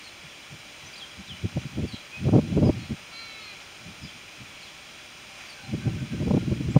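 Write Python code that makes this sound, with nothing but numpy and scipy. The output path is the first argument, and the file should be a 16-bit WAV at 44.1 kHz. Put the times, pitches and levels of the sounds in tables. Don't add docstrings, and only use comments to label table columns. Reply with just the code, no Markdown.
import sys
import numpy as np
from scipy import signal
from scipy.fft import rfft, irfft, next_fast_len
from scipy.io import wavfile
from scipy.ndimage import uniform_filter1d, map_coordinates

SR = 44100
rng = np.random.default_rng(int(sys.argv[2]) if len(sys.argv) > 2 else 0)


def wav_out(sig):
    wavfile.write(sys.argv[1], SR, np.round(np.clip(np.atleast_2d(sig).T, -1, 1) * 32767).astype(np.int16))


N = 299439


def amp(db):
    return 10 ** (np.asarray(db) / 20)


def along(points, hz):
    freqs, values = np.transpose(points)
    return np.interp(np.log(hz + 1), np.log(freqs + 1), values)


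def wobble(rate_hz):
    knots = rng.standard_normal(int(N * rate_hz / SR) + 4)
    return map_coordinates(knots, [np.arange(N) * rate_hz / SR])


def filtered(x, response):
    size = next_fast_len(N + SR // 2)
    return irfft(rfft(x, size) * response(np.fft.rfftfreq(size, 1 / SR)), size)[:N]


def noise(spectrum):
    x = filtered(rng.standard_normal(N), lambda hz: amp(along(spectrum, hz)))
    return x / np.sqrt(np.mean(x ** 2) + 1e-20)


def swells(rows):
    t = np.arange(N) / SR
    return sum(amp(db) ** 2 * np.exp2(-np.minimum((2 * (t - centre_s) / width_s) ** 2, 40))
               for centre_s, width_s, db in rows)


# (frequency [Hz], relative density [dB])
HISS_SPECTRUM = [(20, -14), (60, 0), (170, 0.5), (480, -4.5), (1000, -4.5), (1700, -3), (2400, -3.5),
                 (3300, 1.5), (5000, -4), (7000, -7.5), (7700, -12), (8900, -6.5), (10200, -20.5),
                 (15500, -23.5)]
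def hiss(level_db=-46.0, drift_db=0.1):
    return amp(level_db + drift_db * wobble(3.27)) * noise(HISS_SPECTRUM)


# (frequency [Hz], relative density [dB])
RUSTLE_SPECTRUM = [(200, -27), (700, 1.5), (2500, 3.5), (6000, 0), (10000, -15), (15000, -27)]
# (time [s], width [s], peak [dB])
RUSTLE_SWELLS = [(.94, 0.011, -60), (.995, .018, -57), (1.62, 0.042, -51.5), (3.61, 0.027, -49),
                 (5.43, 0.13, -48.5), (6.75, 0.013, -47)]
def rustles():
    return np.sqrt(swells(RUSTLE_SWELLS)) * noise(RUSTLE_SPECTRUM)


# (start [s], hold [s], relative level [dB], brightness [dB])
GUST_SPELLS = [(1.416, 0.33, -48, -1.5), (1.765, .14, -37.5, 3.5), (2.217, 0.27, -35.5, -0.5),
               (2.515, 0.32, -34.5, -0.5), (3.797, 0.37, -59, -3), (5.7, 0.35, -35, -1),
               (6.186, 0.23, -31.5, 3), (6.46, .3, -31, -1.5)]
def gusts(rise_db_per_s=296, fall_db_per_s=328, calm_db=-71):
    t = np.arange(N) / SR
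    total, weighted_bright = amp(calm_db) ** 2, 0
    for start_s, hold_s, db, bright_db in GUST_SPELLS:
        rise_db = rise_db_per_s * np.maximum(start_s - t, 0)
        fall_db = fall_db_per_s * np.maximum(t - start_s - hold_s, 0)
        power = amp(db - rise_db - fall_db) ** 2
        total += power
        weighted_bright += power * bright_db
    return total, weighted_bright / total


# (frequency [Hz], relative density [dB])
EDDY_SPECTRUM = [(20, -33), (45, 0), (85, 7.5), (135, 8.5), (220, 2.5), (320, -6.5), (480, -16), (750, -29),
                 (1000, -37), (1400, -49.5), (2200, -65), (5000, -92)]
# (time [s], width [s], relative peak [dB])
EDDY_PUFFS = [(.25, 0.02, -47), (.534, 0.028, -41.5), (.861, 0.034, -47.5), (1.2, 0.025, -39.5),
              (1.325, .036, -41), (1.452, 0.017, -22.5), (1.573, 0.02, -23), (1.66, 0.015, -30),
              (1.79, 0.031, -27), (1.838, 0.018, -24.5), (1.942, 0.0075, -30.5), (2.277, 0.032, -19.5),
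              (2.337, 0.019, -18), (2.359, 0.016, -14.5), (2.386, 0.019, -17), (2.529, 0.02, -24.5),
              (2.577, 0.026, -19), (2.634, 0.026, -17), (2.667, 0.02, -18), (2.697, 0.012, -15.5),
              (2.92, 0.027, -27.5), (3.886, 0.044, -41.5), (4.043, 0.026, -35.5), (4.422, 0.028, -43),
              (5.744, 0.018, -24), (5.876, 0.021, -19.5), (6.025, 0.019, -27.5), (6.135, 0.028, -28.5),
              (6.223, .027, -25), (6.282, 0.025, -23), (6.313, 0.011, -19.5), (6.343, 0.015, -18.5),
              (6.373, 0.013, -19.5), (6.481, 0.0069, -22), (6.524, 0.015, -20), (6.61, .012, -24.5),
              (6.686, 0.011, -22.5), (6.768, 0.0084, -10.5)]
def wind(gust_flutter_db=3.5, puff_flutter_db=0.67, large_hz=340, medium_hz=720, port_hz=85, gain_db=1.4):
    gust_power, gust_bright_db = gusts()
    churn = wobble(45)
    puff_power = swells(EDDY_PUFFS) * amp(puff_flutter_db * churn) ** 2
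    level_db = 10 * np.log10(gust_power * amp(gust_flutter_db * churn) ** 2 + puff_power)
    bright_db = np.clip(0.87 * (level_db + 26) + gust_bright_db, -42, 9) + 0.85 * wobble(70)
    eddies = noise(EDDY_SPECTRUM)
    eddies /= np.sqrt(uniform_filter1d(np.abs(signal.hilbert(eddies)) ** 2 / 2, size=500))
    large = filtered(eddies, lambda hz: 1 / (1 + (hz / large_hz) ** 6))
    medium = filtered(eddies, lambda hz: 1 / (1 + (hz / medium_hz) ** 6)) - large
    small = eddies - large - medium
    pressure = amp(level_db + gain_db) * (large + medium * amp(bright_db) + small * amp(1.5 * bright_db))
    return filtered(pressure, lambda hz: hz ** 2 / np.hypot(hz ** 2, port_hz ** 2))


# (frequency [Hz], T60 [s])
FOLIAGE_T60 = [(500, .45), (4000, .4), (10000, .25)]
def foliage(x, delay_s=0.017):
    hz, t, spectra = signal.stft(rng.standard_normal(SR // 2), SR, nperseg=256)
    decay = amp(-60 * t / along(FOLIAGE_T60, hz)[:, None])
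    tail = signal.istft(spectra * decay, SR, nperseg=256)[1]
    impulse = np.pad(tail, (int(delay_s * SR), 0)) / np.linalg.norm(tail)
    return signal.fftconvolve(x, impulse)[:N]


# (pitch [Hz], level re fundamental [dB])
WHISTLE_OCTAVE = [(800, -15), (1500, -20), (3200, -28), (4100, -16), (4550, -9), (4950, -24)]
def whistles(rows, peak_fraction, rasp_hz=330, flutter_db=1, rasp_db=4):
    out, shake, flutter = np.zeros(N + SR), wobble(700), wobble(160)
    for start_s, length_s, from_hz, to_hz, bend, db, rasp in rows:
        progress = np.linspace(0, 1, int(length_s * SR))
        at = round(start_s * SR) + np.arange(len(progress))
        glide_hz = from_hz + (to_hz - from_hz) * np.expm1(-bend * progress) / np.expm1(-bend)
        phase = 2 * np.pi * np.cumsum(glide_hz + rasp * rasp_hz * shake[at % N]) / SR
        tone = np.sin(phase) + amp(along(WHISTLE_OCTAVE, glide_hz)) * np.sin(2 * phase)
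        envelope = np.sqrt(np.sin(np.pi / 2 * np.interp(progress, [0, peak_fraction, 1], [0, 1, 0])))
        gain = amp(db + (flutter_db + rasp_db * rasp) * flutter[at % N])
        out[at] += np.sqrt(2) * gain * envelope * tone
    return out[:N]


# (start [s], length [s], pitch [Hz], relative level [dB])
HOOT_NOTES = [(5.38, 0.041, 1230, -54), (5.57, 0.058, 1560, -51), (5.58, 0.18, 833, -55.5),
              (5.8, .09, 1585, -50.5), (5.965, .067, 1570, -49.5), (6.1, 0.092, 1590, -52),
              (6.32, 0.14, 1435, -55.5)]
def hoots(sag_hz=59.4, bend=1, rasp=0.17, gain_db=-3):
    rows = [(start_s, length_s, hz, hz - sag_hz, bend, db, rasp)
            for start_s, length_s, hz, db in HOOT_NOTES]
    return amp(gain_db) * whistles(rows, peak_fraction=0.37)


# (start [s], length [s], from [Hz], to [Hz], bend [-], level [dB], rasp [0-1])
CHIRP_NOTES = [(.02, .075, 4350, 4050, -2, -46, .3), (.853, .036, 5400, 6150, 4, -49, .05),
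               (.928, .02, 4400, 5150, -.5, -46, .2), (.952, .02, 3750, 4250, 2.5, -46, .15),
               (.972, .023, 4680, 4450, -.5, -44, .25), (.992, .06, 4500, 3150, 4.2, -41, .08),
               (1.273, .066, 4250, 2880, 2, -41.5, .08), (1.872, .045, 4620, 4350, -2, -47, .1),
               (1.908, .062, 4400, 3900, 2, -44, .55), (1.935, .04, 3120, 3350, -2, -48, .35),
               (2.12, .075, 2480, 2530, 3, -48, .05), (2.638, .06, 5120, 4600, -1.2, -47, .3),
               (4.012, .055, 5300, 4850, 1.2, -49, .4), (4.062, .038, 4500, 3170, 3, -48, .3),
               (4.605, .05, 5600, 3980, 3, -50, .3), (4.66, .035, 3650, 3200, 1, -48, .5),
               (5.484, .058, 4750, 3950, -1.2, -46, .15), (5.62, .06, 4350, 3950, -.5, -51, .25),
               (6.702, .036, 6700, 7900, 2.5, -54, .1)]
def chirps():
    return whistles(CHIRP_NOTES, peak_fraction=0.6)


# (frequency [Hz], relative level [dB])
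WHINE_SPECTRUM = [(450, -32), (900, -23), (1330, -10), (1780, -13.5), (2250, -6.5), (2700, -10),
                  (3100, -10), (3600, -11), (4500, -6.5), (5200, -23), (6500, -32)]
# (start [s], length [s], pitch at top_s [Hz], relative level [dB])
WHINE_CALLS = [(2.385, .055, 477, -52), (2.745, .14, 428, -51), (3.1, .46, 458, -42.5)]
def whines(top_s=0.11, tires_s=0.32, rise_hz_per_s=95, sag_hz_per_s=130, drop_hz_per_s=140,
           throat_hz=4120, throat_width_hz=220, throat_db=13.0, jitter=0.0011, waver_db=1.6,
           attack_s=0.04, release_s=0.03, fade_db_per_s=3, gain_db=-6.0):
    out, unsteady = np.zeros(N), 1 + jitter * wobble(120)
    orders = np.arange(1, 14)[:, None]
    knots_s = np.arange(0, 1, 0.04)
    for start_s, length_s, top_hz, db in WHINE_CALLS:
        t = np.arange(int(length_s * SR)) / SR
        at = round(start_s * SR) + np.arange(len(t))
        arch_hz = np.maximum(rise_hz_per_s * (top_s - t), sag_hz_per_s * (t - top_s))
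        drop_hz = drop_hz_per_s * np.maximum(t - tires_s, 0)
        harmonic_hz = orders * (top_hz - arch_hz - drop_hz) * unsteady[at]
        resonance_db = throat_db * np.exp(-0.5 * ((harmonic_hz - throat_hz) / throat_width_hz) ** 2)
        waver = np.array([np.interp(t, knots_s, rng.standard_normal(len(knots_s))) for _ in orders])
        gains = amp(along(WHINE_SPECTRUM, harmonic_hz) + resonance_db + waver_db * waver)
        buzz = np.sum(gains * np.sin(2 * np.pi * np.cumsum(harmonic_hz, axis=1) / SR), axis=0)
        envelope = np.clip(np.minimum(t / attack_s, (length_s - t) / release_s), 0, 1)
        out[at] += np.sqrt(2) * amp(db + gain_db - fade_db_per_s * t) * envelope * buzz
    return out


def scene(chirp_echo_db=-9, whine_echo_db=-16, hoot_echo_db=-5):
    chirp, whine, hoot = chirps(), whines(), hoots()
    echo = foliage(amp(chirp_echo_db) * chirp + amp(whine_echo_db) * whine + amp(hoot_echo_db) * hoot)
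    return (chirp + whine + hoot + echo + wind() + hiss() + rustles())[None]


# (centre [Hz], width [Hz], gain [dB])
HOUSING_RESONANCES = [(328, 50, 3), (598.8, 49, 7.5), (775.4, 53, 5), (1050, 107, 2), (1350, 200, 3),
                      (2385, 480, 9.5), (8840, 2900, -4)]
# (centre [Hz], width [Hz])
CAMERA_NOTCH_FILTERS = [(3680, 220), (4385, 280), (8030, 480), (11720, 750)]
def record(dry):
    def camera(hz, top_hz=15750):
        housing_db = sum(db / (1 + (2 * (hz - centre) / width) ** 2)
                         for centre, width, db in HOUSING_RESONANCES)
        notches = [(centre ** 2 - hz ** 2) / (centre ** 2 - hz ** 2 + 1j * hz * width)
                   for centre, width in CAMERA_NOTCH_FILTERS]
        return amp(housing_db) * np.prod(notches, axis=0) * (hz < top_hz)
    return filtered(dry[0], camera)[None]


dry = scene()
out = record(dry)
wav_out(out)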